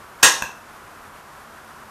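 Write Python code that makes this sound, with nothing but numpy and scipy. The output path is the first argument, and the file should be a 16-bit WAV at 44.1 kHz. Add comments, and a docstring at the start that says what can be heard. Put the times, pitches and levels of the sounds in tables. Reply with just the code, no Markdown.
"""A ringing clack whose noise starts faintly about 3 ms before the full hit: a steel plate is let down
on a work table. The impact excites its bending modes, close enough to the microphone to overload the
recorder. A light, damped tap follows. A small hard room reverberates after both, over a steady rush of air."""
import sys
import numpy as np
from scipy import signal
from scipy.fft import rfft, irfft, next_fast_len
from scipy.io import wavfile

SR = 44100
rng = np.random.default_rng(int(sys.argv[2]) if len(sys.argv) > 2 else 0)


def master(y):
    """Save y as 16-bit WAV."""
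    cut = np.clip(np.atleast_2d(y).T, -1, 1)
    pcm = np.round(cut * 32767)  # scale
    wavfile.write(sys.argv[1], SR, pcm.astype(np.int16))


N = 83790

# spectral envelope of the plate's dense modes and contact noise: f/Hz, relative level/dB
PLATE_SPECTRUM = [(60, -19), (250, -25), (400, -24), (480, -2.5), (620, -9.5), (950, -2), (1350, -3.5),
                  (1850, 3), (2200, -10), (2650, -0.5), (3700, -5.5), (4900, -7.5), (6300, -0.5),
                  (7900, -10), (8500, -8), (9500, -11), (13500, -19), (15500, -41)]
TOP_HZ, BACKGROUND_TOP_HZ = 15700, 14050


def plate_clack(onset_s=0.2298):
    """Impact excitation: the plate slaps the table with a noise burst and a thud, and rings freely."""
    # distinct modes of the plate: f/Hz, level/dB, T60/s
    plate_modes = [(1646, 1, 0.3), (1793, -16, 0.36), (2577, -2.5, 0.2), (2700, -6, 0.21),
                   (3020, -21, 0.35), (3510, -19.5, 0.38), (4530, -8, 0.29), (5510, -10, .27),
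                   (5953, -7, 0.24), (6334, -11, 0.24), (6653, -2, 0.26), (7524, -1, 0.2),
                   (8370, -2.5, 0.22), (8580, -5, 0.21)]
    # spectrum of the table's thud: f/Hz, relative level/dB
    table_spectrum = [(20, -14), (70, -10), (180, -9), (450, -1), (900, -6.5), (2500, -38)]
    soft_start_lead_s, contact_t60_s = 0.0027, 0.049
    t = since(onset_s)
    soft_start = amp(-18) * decay(since(onset_s - soft_start_lead_s), contact_t60_s)
    slap = amp(-4.5) * decay(t, contact_t60_s)
    contact = noise(PLATE_SPECTRUM) * (soft_start + slap)
    thud = amp(-27) * noise(table_spectrum) * decay(t, t60=0.13)
    steel = amp(-10) * ring(plate_modes, t) + amp(-6.5) * dense_modes(onset_s)
    return steel + contact + thud + amp(1) * reverberation(contact + thud)


def dense_modes(onset_s, count=420):
    """A thin plate has constant modal density: weak bending modes overlap, about evenly spaced."""
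    offset, phase = rng.random((2, count))
    hz = (np.arange(count) + offset) * TOP_HZ / count
    gain = amp(along(PLATE_SPECTRUM, hz))
    t60 = 0.3 * np.exp(0.21 * rng.standard_normal(count))  # log-normal about 0.3 s
    t = np.arange(SR // 2) / SR
    modes = np.sin(2 * np.pi * (hz[:, None] * t + phase[:, None])) * decay(t, t60[:, None])
    ringing = gain @ modes / np.sqrt(np.sum(gain ** 2) / 2)
    return np.pad(ringing, (round(onset_s * SR), N))[:N]


def damped_tap():
    """Heavy damping: a light double contact dies at once and leaves mostly reverberation."""
    # the two contacts: t/s, level/dB
    contacts = [(0.4229, -15), (0.4241, -20.5)]
    # damped resonances: f/Hz, level/dB, T60/s
    tap_modes = [(1037, -4.5, 0.014), (1610, 1, 0.013), (2680, -1.5, 0.019), (3580, -7.5, 0.0087),
                 (6120, -2.5, 0.0067)]
    direct = np.zeros(N)
    for onset_s, db in contacts:
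        t = since(onset_s)
        ringing = ring(tap_modes, t)
        crack = amp(-6) * rng.standard_normal(N) * decay(t, t60=0.0064)
        direct += amp(db) * (ringing + crack)
    return direct + amp(-2) * reverberation(direct)


def reverberation(x, wall_delay_s=0.006):
    """Diffuse field: convolution with a noise tail in which each frequency decays at its own rate."""
    # reverberation time of the room: f/Hz, T60/s
    room_t60 = [(100, 0.12), (300, 0.46), (900, 0.44), (2000, 0.32), (6000, 0.38), (13000, 0.25)]
    hz, t, bands = signal.stft(rng.standard_normal(SR * 3 // 4), SR, nperseg=256)
    envelope = np.exp(-np.log(1000) * t / along(room_t60, hz)[:, None])
    tail = signal.istft(bands * envelope, SR, nperseg=256)[1]
    impulse_response = np.pad(tail / np.linalg.norm(tail), (int(wall_delay_s * SR), 0))
    return signal.fftconvolve(x, impulse_response)[:N]


def air_rush(level_db=-43, waver_db=0.71):
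    """Broadband noise under slight, slow amplitude modulation: a steady rush of air."""
    # spectrum of the air: f/Hz, relative level/dB
    air_spectrum = [(15, -28), (25, -10.5), (91, -3), (122, -7.5), (155, -3), (186, -10.5), (224, -0.5),
                    (249, -8.5), (390, -5.5), (457, -6.5), (775, -2.5), (862, -3.5), (1010, 0.5),
                    (1460, -1.5), (2170, -12), (3880, -20), (13800, -24)]
    waver = noise([(1, 0), (8, 0), (30, -40), (100, -120)])  # mostly below 8 Hz
    return amp(level_db + waver_db * waver) * noise(air_spectrum)


def ring(modes, t):
    """Modal superposition: damped sines, each of random polarity."""
    signs = rng.choice([-1, 1], len(modes))
    return sum(sign * amp(db) * np.sin(2 * np.pi * hz * t) * decay(t, t60)
               for sign, (hz, db, t60) in zip(signs, modes))


def decay(t, t60):
    """Exponential decay from a sudden start, by 60 dB in t60 seconds."""
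    return (t > 0) * np.exp(-np.log(1000) * t / t60)


def noise(spectrum):
    """White noise shaped to a spectrum and scaled to rms 1."""
    coloured = filtered(rng.standard_normal(N), lambda hz: amp(along(spectrum, hz)))
    return coloured / np.sqrt(np.mean(coloured ** 2) + 1e-20)


def filtered(x, response):
    """Linear filtering: the spectrum of x times a frequency response."""
    size = next_fast_len(N + SR // 2)
    hz = np.fft.rfftfreq(size, 1 / SR)
    return irfft(rfft(x, size) * response(hz), size)[:N]


def along(points, hz):
    """Interpolation of (f/Hz, value) points on a logarithmic frequency axis."""
    point_hz, values = np.transpose(points)
    return np.interp(np.log(hz + 1), np.log(point_hz + 1), values)


def since(onset_s):
    """Seconds since the onset, zero before it."""
    return np.maximum(np.arange(N) / SR - onset_s, 0)


def amp(db):
    """Amplitude ratio of a level in decibels."""
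    return 10 ** (np.asarray(db) / 20)


def scene():
    """Superposition: the clack over the quieter, low-passed tap and air."""
    clack = plate_clack()
    background = filtered(damped_tap() + air_rush(), lambda hz: hz < BACKGROUND_TOP_HZ)
    return (clack + background)[None]


def record(dry):
    """Saturation: the overloaded input rounds off the clack's peaks, then a low-pass limits the band."""
    ceiling, knee_hardness = 0.7, 6.9
    x = dry[0]
    clipped = x / (1 + np.abs(x / ceiling) ** knee_hardness) ** (1 / knee_hardness)
    low_pass = signal.ellip(10, .1, 90, TOP_HZ, fs=SR, output="sos")
    return signal.sosfilt(low_pass, clipped)[None]


dry = scene()
out = record(dry)
master(out)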